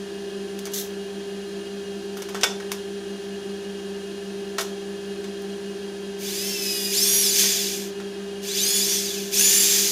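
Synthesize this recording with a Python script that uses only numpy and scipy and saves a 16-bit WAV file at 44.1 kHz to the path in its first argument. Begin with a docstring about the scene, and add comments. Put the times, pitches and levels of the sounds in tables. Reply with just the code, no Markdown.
"""Drill bursts in a humming workshop

A machine hums steadily as wavering tones in resonant air noise. Metal slides in a bench vise (rubbed noise)
and tools land on the bench (noise cracks with steel modes). Then a handheld electric drill runs in bursts:
each squeeze pulls the rotor towards a new speed, each release lets it coast. Fan and gears whine at multiples
of its speed, brushes hiss and the bit scrapes, all louder the faster it turns.
"""
import sys
import numpy as np
from scipy import signal
from scipy.fft import rfft, irfft, next_fast_len
from scipy.io import wavfile
from scipy.ndimage import uniform_filter1d

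SR = 44100
rng = np.random.default_rng(int(sys.argv[2]) if len(sys.argv) > 2 else 0)


def inscribe(sig):
    """Save sig as 16-bit PCM at rate SR to the path in sys.argv[1].

    A 1-D sig is mono; a 2-D sig holds one channel per row.
    Samples are clipped to [-1, 1] before scaling.
    """
    pcm = np.round(np.clip(np.atleast_2d(sig).T, -1, 1) * 32767)
    wavfile.write(sys.argv[1], SR, pcm.astype(np.int16))


N = 437031
TIME = np.arange(N) / SR
EDGE_HZ = 15750

# trigger pressures: start_s, target_turns_per_s, rotor_lag_s, level_db (at working speed), treble_share_db,
# whine_to_hiss_db, load (0 turning gently, 1 revving, 2 biting)
SQUEEZES = [ (6.165, 224.8, 0.12, -24, -6.5, 1, 0.2), (6.5, 187.1, 0.21, -25.5, -8, 2, 0.49),
            (6.6, 186, .2, -22, -5.5, 4.5, 0.13), (6.921, 448.8, 0.054, -20.5, -5, 2.5, 1.16),
            (7.335, 558, 0.049, -19, -7.5, -3.5, 1.3), (8.404, 245, 0.11, -22, -9.5, 3, 0.0039),
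            (8.547, 346, 0.056, -20.5, -6, 2.5, 1.2), (8.809, 481.6, .076, -24, -8, -2, 1),
            (9.31, 420, .08, -15.5, -5, 3, 1.9), (9.425, 390, .3, -16.5, -6, 1, 1.95),
            (9.64, 388, 0.32, -19, -7, -6, 1.8), ]
# trigger let go: start_s, level_db (at working speed), treble_share_db, whine_to_hiss_db
RELEASES = [(7.22, -20.5, -6, 2.5), (7.413, -22, -8.5, -5), (8.954, -27.5, -8.5, -1.5),
            (9.798, -20, -7.5, -14)]
# fan blades (multiples of 5), gear teeth (multiples of 13) and neighbours:
# order (multiple of rotor speed), gentle_db, revving_db, biting_db (relative)
WHINE_ORDERS = [(5, -11, -16, 0.5), (8, -13, -12.5, -8), (10, 2, -2.5, -9), (13, -2, 5, -10),
                (15, -3.5, 1.5, -14), (18, -15, -23, -10), (20, -8, 1.5, 7), (25, -2, 1, -12),
                (26, 6.5, -6.5, 0), (30, -8, -3.5, 6), (31, -17, -4, -17), (39, -5, -13, -14),
                (40, -6, -3, -1), (45, -2, -16, -15), (50, -3, -11, -5), (54, -2, -18, -16), (60, -5, 1, 0)]
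# colour of the drill's housing: freq_hz, density_db (relative)
HOUSING = [(530, -48), (900, -22.5), (1320, -21), (1760, -13.5), (2080, -10.5), (3410, -4.5), (3890, -6),
           (5060, -1.5), (6990, -3), (8070, -9.5), (8680, -4), (12400, -4), (13500, -4.5), (14900, -4),
           (15800, -27)]
# ringing of chuck and bit: freq_hz, width_hz, above_housing_db
CHUCK_MODES = [(1670, 160, 3.5), (2385, 100, 5), (3460, 44, 9), (4705, 46, 7), (6220, 500, 3),
               (7140, 500, 1.5), (9900, 110, 7), (11740, 300, 2)]
# colour of the shaking bench: freq_hz, density_db (relative)
RUMBLE = [(20, -5), (120, -8), (280, 2), (700, -8), (1200, -23), (2500, -44)]
# tools and parts set down: start_s, level_db, body_db, brightness_db, t60_s
KNOCKS = [(0.59, -32.5, -14, 7, 0.037), (0.654, -31.5, -9, 4, 0.084), (0.669, -34, 0, 3, .05),
          (2.169, -37.5, -1, 9, 0.17), (2.22, -31, -6, 5, 0.071), (2.287, -36, -1, 4, 0.13),
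          (2.346, -30, 3.5, 0, 0.18), (2.41, -30, -8, 0, 0.097), (2.433, -12, -9, -11, 0.042),
          (2.438, -12.5, -0.5, 2.5, 0.056), (2.6, -36, 6, -2, 0.12), (2.717, -23.5, -6, 8, 0.057),
          (4.583, -20.5, 1.5, 0, 0.11), (4.594, -26, -19, 6, .06), (4.608, -24.5, -15, 7, 0.087),
          (5.242, -38, -3, 0, 0.072), (5.419, -43, -6, 14, 0.034), (7.436, -26, -1, -2, 0.085),
          (8.0, -37, 3, 0, 0.086)]
# colour of a blow on the bench: freq_hz, density_db (relative)
BENCH = [(240, -42), (400, -4), (1310, -2.5), (1430, 1.5), (2110, -8), (3610, -5.5), (3960, -11),
         (5810, -5), (7790, -13), (14900, -23.5), (15800, -34)]
# modes of bench and steel: freq_hz, level_db (relative), t60_s (0.4 at most in use)
STEEL_MODES = [(796, 1, 0.49), (1050, 4, 0.25), (1384, 1, 0.24), (1870, 7, 0.17), (2256, 8, 0.17),
               (2420, -15, 0.24), (3520, -4, 0.34), (3680, -18, 0.34), (5600, -9, 0.13), (5940, -18, 0.36),
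               (6395, -25, 0.45), (6869, -4, 0.4)]
# a strip catching and slipping between the vise jaws: start_s, level_db, hold_s
SLIPS = [(0.716, -42, .003), (0.735, -27, .008), (0.758, -31, .004), (0.772, -30, 0.027)]
# colour of metal sliding in the vise: freq_hz, density_db (relative)
SLIDE_COLOUR = [(1180, -23), (2000, -13), (2680, -17), (3700, -3.5), (4920, -9), (6210, -1), (9650, -14),
                (11100, -4.5), (14600, -11), (15800, -10)]
# steady tones of the machine: freq_hz, level_db
HUM_TONES = [(84.9, -60), (169.4, -59), (195.0, -39.3), (200.1, -48), (254.1, -61), (338.7, -50),
             (400.1, -34.7), (423.5, -55), (533.6, -62), (569, -60), (592.6, -60), (677.6, -57), (780, -58),
             (931, -67), (974, -68), (1559.5, -58), (1599, -62), (1695, -59), (1754, -59), (2799, -60),
             (3201, -57), (4677, -65), (6815, -68), (7195, -65)]
# the machine's fuzzy air resonances: freq_hz, width_hz, level_db
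WHIR = [(200.5, 11, -52), (337.7, 14, -51), (381, 13.3, -46.5), (409, 9.7, -52.5), (681, 15, -63.5),
        (796, 41, -60), (1228, 22, -65), (1705, 39, -61), (2563, 61, -60.5), (2864, 36, -55.5),
        (3242, 33, -57.5)]
# the room's air noise: freq_hz, density_db (per Hz)
AIR = [(25, -90), (60, -85.5), (90, -85), (125, -81), (165, -75.5), (300, -75), (480, -78.5), (900, -85.5),
       (1400, -84.5), (1800, -82.5), (2200, -85.5), (4200, -83.5), (6500, -88), (7800, -93), (10800, -92),
       (11600, -101), (14500, -104), (15600, -112)]
# reverberation of the workshop: freq_hz, t60_s
ROOM = [(300, 0.65), (1500, 0.27), (6000, 0.31), (15000, 0.21)]

COAST_LAG_S, FRICTION_TURNS_PER_S2 = .448, 458  # air drag; even braking by friction
WORKING_TURNS_PER_S, CREEP_TURNS_PER_S = 400, 25  # silent below creep
LOUDNESS_POWER = 0.81  # of the speed above creep
SETTLE_LAG_S = 0.027  # level and tone after a change of grip
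SLIP_ATTACK_S, SLIP_FADE_DB_PER_S = .002, 300


def amp(db):
    """Decibels to gain."""
    return 10 ** (np.asarray(db) / 20)


def unit(x):
    """Scales to rms 1."""
    return x / np.sqrt(np.mean(x ** 2) + 1e-20)


def read(points, hz):
    """Reads a spectrum table on a log-frequency axis."""
    f, value = np.transpose(points)
    return np.interp(np.log(hz + 1), np.log(f + 1), value)


def bell(f, hz, width_hz):
    """Resonance hump of height 1."""
    return np.exp(-2 * ((f - hz) / width_hz) ** 2)


def colour(x, gain):
    """Filters x by gain, a function of frequency."""
    size = next_fast_len(len(x))
    return irfft(rfft(x, size) * gain(np.fft.rfftfreq(size, 1 / SR)), size)[:len(x)]


def drift(t, rate):
    """Smooth chance of rms 1, changing about rate times per unit of t."""
    knots = rng.standard_normal(8192)
    return unit(np.interp((t - t[0]) * rate, np.arange(len(knots)), knots))


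def sine(turns):
    """Sine of a phase given in turns."""
    return np.sin((2 * np.pi * (turns - np.floor(turns))).astype(np.float32))


def approach(start, goal, lag_s, t):
    """Exponential move from start towards goal."""
    return goal + (start - goal) * np.exp(-t / lag_s)


def add(mix, start_s, sound):
    """Mixes a sound in at start_s."""
    part = mix[max(round(start_s * SR), 0):][:len(sound)]
    part += sound[:len(part)]


def drill(jitter=0.002015, slack=.6, whine_knee_turns_per_s=150, cut_db=-4, judder_db=0.3, rumble_db=-30):
    """The running motor: whine, hiss and screech, weighted by speed and load, over a faint bench rumble."""
    t = TIME[TIME >= SQUEEZES[0][0]]
    speed, level_db, treble_db, whine_db, load = trigger(t)
    audible = np.maximum(speed - CREEP_TURNS_PER_S, 0) / (WORKING_TURNS_PER_S - CREEP_TURNS_PER_S)
    level = amp(level_db) * audible ** LOUDNESS_POWER

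    # the gears run less evenly while the speed changes
    surge = abs(np.gradient(speed, t)) / WORKING_TURNS_PER_S
    rotor = speed * (1 + jitter * (1 + slack * surge) * drift(t, 120))
    turns = np.cumsum(rotor) / SR

    # a slow rotor hardly whines; the bit screeches only once it bites
    whine_gain = amp(whine_db) * speed ** 2 / (speed ** 2 + whine_knee_turns_per_s ** 2)
    bite = amp(cut_db) * np.clip(load - 1, 0, 1)
    sound = hiss(t, rotor, turns) + bite * screech(t) + whine_gain * whine(t, rotor, turns, load)
    sound = sound / np.sqrt(1 + bite ** 2 + whine_gain ** 2)
    sound = sound * amp(judder_db * drift(t, 140))

    # rebalance the treble to its share
    top = colour(sound, lambda f: np.clip((f - 8000) / 1500, 0, 1))
    rest_gain = np.sqrt(np.clip(1 - amp(treble_db) ** 2, .1, 1))
    sound = unit(sound - top) * rest_gain + unit(top) * amp(treble_db)
    return t[0], level * (sound + amp(rumble_db) * rumble(t))


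def trigger(t):
    """Speed, level, treble, whine and load, pulled exponentially to new goals by each squeeze or release."""
    # coasting aims below zero speed, so friction stops the rotor
    coasts = [(s, -FRICTION_TURNS_PER_S2 * COAST_LAG_S, COAST_LAG_S, *tone) for s, *tone in RELEASES]
    state = np.outer([0, *SQUEEZES[0][3:]], np.ones(len(t)))
    for start_s, speed, lag_s, *tone in sorted(SQUEEZES + coasts):
        at = np.searchsorted(t, start_s)
        since = t[at:] - start_s
        state[:, at:] = state[:, [at]]
        state[0, at:] = np.maximum(approach(state[0, at], speed, lag_s, since), 0)
        for k, goal in enumerate(tone, 1):
            state[k, at:] = approach(state[k, at], goal, SETTLE_LAG_S, since)
    return state


def whine(t, rotor, turns, load, flutter=.33, ripple_db=3.0, ripple_hz=90):
    """Fan and gear tones at rotor orders; gliding, they flare and fade unevenly as they sweep through the
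    room's response."""
    tones = np.zeros(len(t))
    for order, *load_db in WHINE_ORDERS:
        # load shifts the balance; bearing play makes each order flutter by itself
        size = np.interp(load, np.arange(len(load_db)), amp(load_db)) * (1 + flutter * drift(t, 110))
        in_band = round(order) * rotor < EDGE_HZ
        tones += size * in_band * sine(round(order) * turns + rng.random())

    def shell(f):
        return housing(f) * np.clip((f - 1000) / 700, 0, 1) * amp(ripple_db * drift(f, 1 / ripple_hz))
    tones = colour(tones, shell)
    power = abs(uniform_filter1d(tones ** 2, size=4000))
    return tones / np.sqrt(power + 1e-9)


def hiss(t, rotor, turns, chop=0.27, grit_db=-7, grit_per_turn=8):
    """Brush noise surging twice a turn, with sharp grains from teeth and cutting edges."""
    brushes = rng.standard_normal(len(t)) * (1 + chop * sine(2 * turns))
    grains = rng.standard_normal(len(t)) * (rng.random(len(t)) < grit_per_turn * rotor / SR)
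    return unit(colour(unit(brushes) + amp(grit_db) * unit(grains), housing))


def screech(t, cut_hz=6500, cut_width_hz=1900, chip_db=-3, chips_per_s=120, chip_s=.0012):
    """Cutting noise in a band, with short decaying bursts as chips snap off the edges."""
    noise = rng.standard_normal(len(t))
    cut = unit(colour(noise, lambda f: housing(f) * bell(f, cut_hz, cut_width_hz)))
    starts = 1. * (rng.random(len(t)) < chips_per_s / SR)
    snaps = signal.lfilter([1], [1, -np.exp(-1 / (chip_s * SR))], starts)
    chips = unit(colour(snaps * rng.standard_normal(len(t)), housing))
    return unit(cut + amp(chip_db) * chips)


def rumble(t):
    """Low noise of the bench shaking under the vise."""
    return unit(colour(rng.standard_normal(len(t)), lambda f: amp(read(RUMBLE, f))))


def housing(f):
    """Gain of the drill's shell with the resonances of chuck and bit."""
    modes_db = sum(db * bell(f, hz, width_hz) for hz, width_hz, db in CHUCK_MODES)
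    return amp(read(HOUSING, f) + modes_db)


def knock(start_s, level_db, body_db, bright_db, t60_s, ring_db=-11, rise_s=0.00025, rattle_db=2.0):
    """A blow: dense, quickly dying vibration plus a few steel modes with their own decays."""
    t = np.arange(SR // 4) / SR
    shade = [(1500, body_db), (4000, 0), (7500, 0), (12000, bright_db)]
    # the part chatters as it settles
    chatter = rng.standard_normal(len(t)) * amp(rattle_db * drift(t, 600))
    crack = unit(colour(chatter, lambda f: amp(read(BENCH, f) + read(shade, f))))
    ring = np.zeros(len(t))
    for hz, db, mode_t60_s in STEEL_MODES:
        mode_db = db + read(shade, hz) - 60 * t / min(mode_t60_s, .4)
        ring += amp(mode_db) * sine(hz * t + rng.random())
    ring /= np.linalg.norm([amp(db) for _, db, _ in STEEL_MODES])
    blow = crack * amp(-60 * t / max(t60_s, .005)) + amp(ring_db) * ring
    return start_s, amp(level_db) * blow * (1 - np.exp(-t / rise_s))


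def slip(start_s, level_db, hold_s, catch_db=1.0, catches_per_s=700):
    """Metal rubbing on metal: unevenly catching noise, sharp start, even decay in dB."""
    t = np.arange(SR // 4) / SR
    rub = rng.standard_normal(len(t)) * amp(catch_db * drift(t, catches_per_s))
    rub = unit(colour(rub, lambda f: amp(read(SLIDE_COLOUR, f))))
    fade_db = SLIP_FADE_DB_PER_S * np.maximum(t - hold_s, 0)
    envelope = np.minimum(t / SLIP_ATTACK_S, 1) * amp(level_db - fade_db)
    return start_s, envelope * rub


def hum(waver_hz_at_400_hz=.12, flutter=0.04):
    """Steady machine tones on one wavering clock, so higher ones waver by more hertz."""
    clock = TIME + np.cumsum(drift(TIME, 9)) / SR * waver_hz_at_400_hz / 400
    tones = sum(amp(db) * sine(hz * clock + rng.random()) for hz, db in HUM_TONES)
    return np.sqrt(2) * tones * (1 + flutter * drift(TIME, 12))


def air(ripple_db=2.5, ripple_hz=35):
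    """Broad air noise rippled by room modes, plus the machine's fuzzy resonances."""
    def density(f):
        broad = amp(read(AIR, f) + ripple_db * drift(f, 1 / ripple_hz)) ** 2
        whir = sum(amp(db) ** 2 * bell(f, hz, width_hz) / width_hz for hz, width_hz, db in WHIR)
        return np.sqrt(broad + whir)
    return colour(rng.standard_normal(N), density) * np.sqrt(SR / 2)


def room(x, first_s=.004, taps_per_s=3000):
    """Sparse reflections off near walls and shelves; the lows die last."""
    t = np.arange(SR // 2) / SR
    hits = (rng.random(len(t)) < taps_per_s / SR) * (t > first_s)
    taps = rng.choice([-1., 1.], len(t)) * hits
    hz, s, z = signal.stft(taps, SR, nperseg=256)
    decay = amp(-60 * s / read(ROOM, hz)[:, None])
    tail = signal.istft(z * decay, SR, nperseg=256)[1]
    return signal.fftconvolve(x, tail / np.linalg.norm(tail))[:N]


def scene(drill_room_db=-10, bench_room_db=-8, drill_db=-0.26):
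    """Drill and bench sounds in the humming room, the same in both channels."""
    motor, bench = np.zeros(N), np.zeros(N)
    add(motor, *drill())
    for row in KNOCKS:
        add(bench, *knock(*row))
    for row in SLIPS:
        add(bench, *slip(*row))
    motor = amp(drill_db) * motor
    reverb = room(amp(drill_room_db) * motor + amp(bench_room_db) * bench)
    mono = motor + bench + reverb + hum() + air()
    return np.array([mono, mono])


def record(dry):
    """Steep low-pass at EDGE_HZ: nothing is heard above it."""
    taps = signal.firwin(511, EDGE_HZ, window=("kaiser", 9), fs=SR)
    return signal.oaconvolve(dry, taps[None], "same")


dry = scene()
out = record(dry)
inscribe(out)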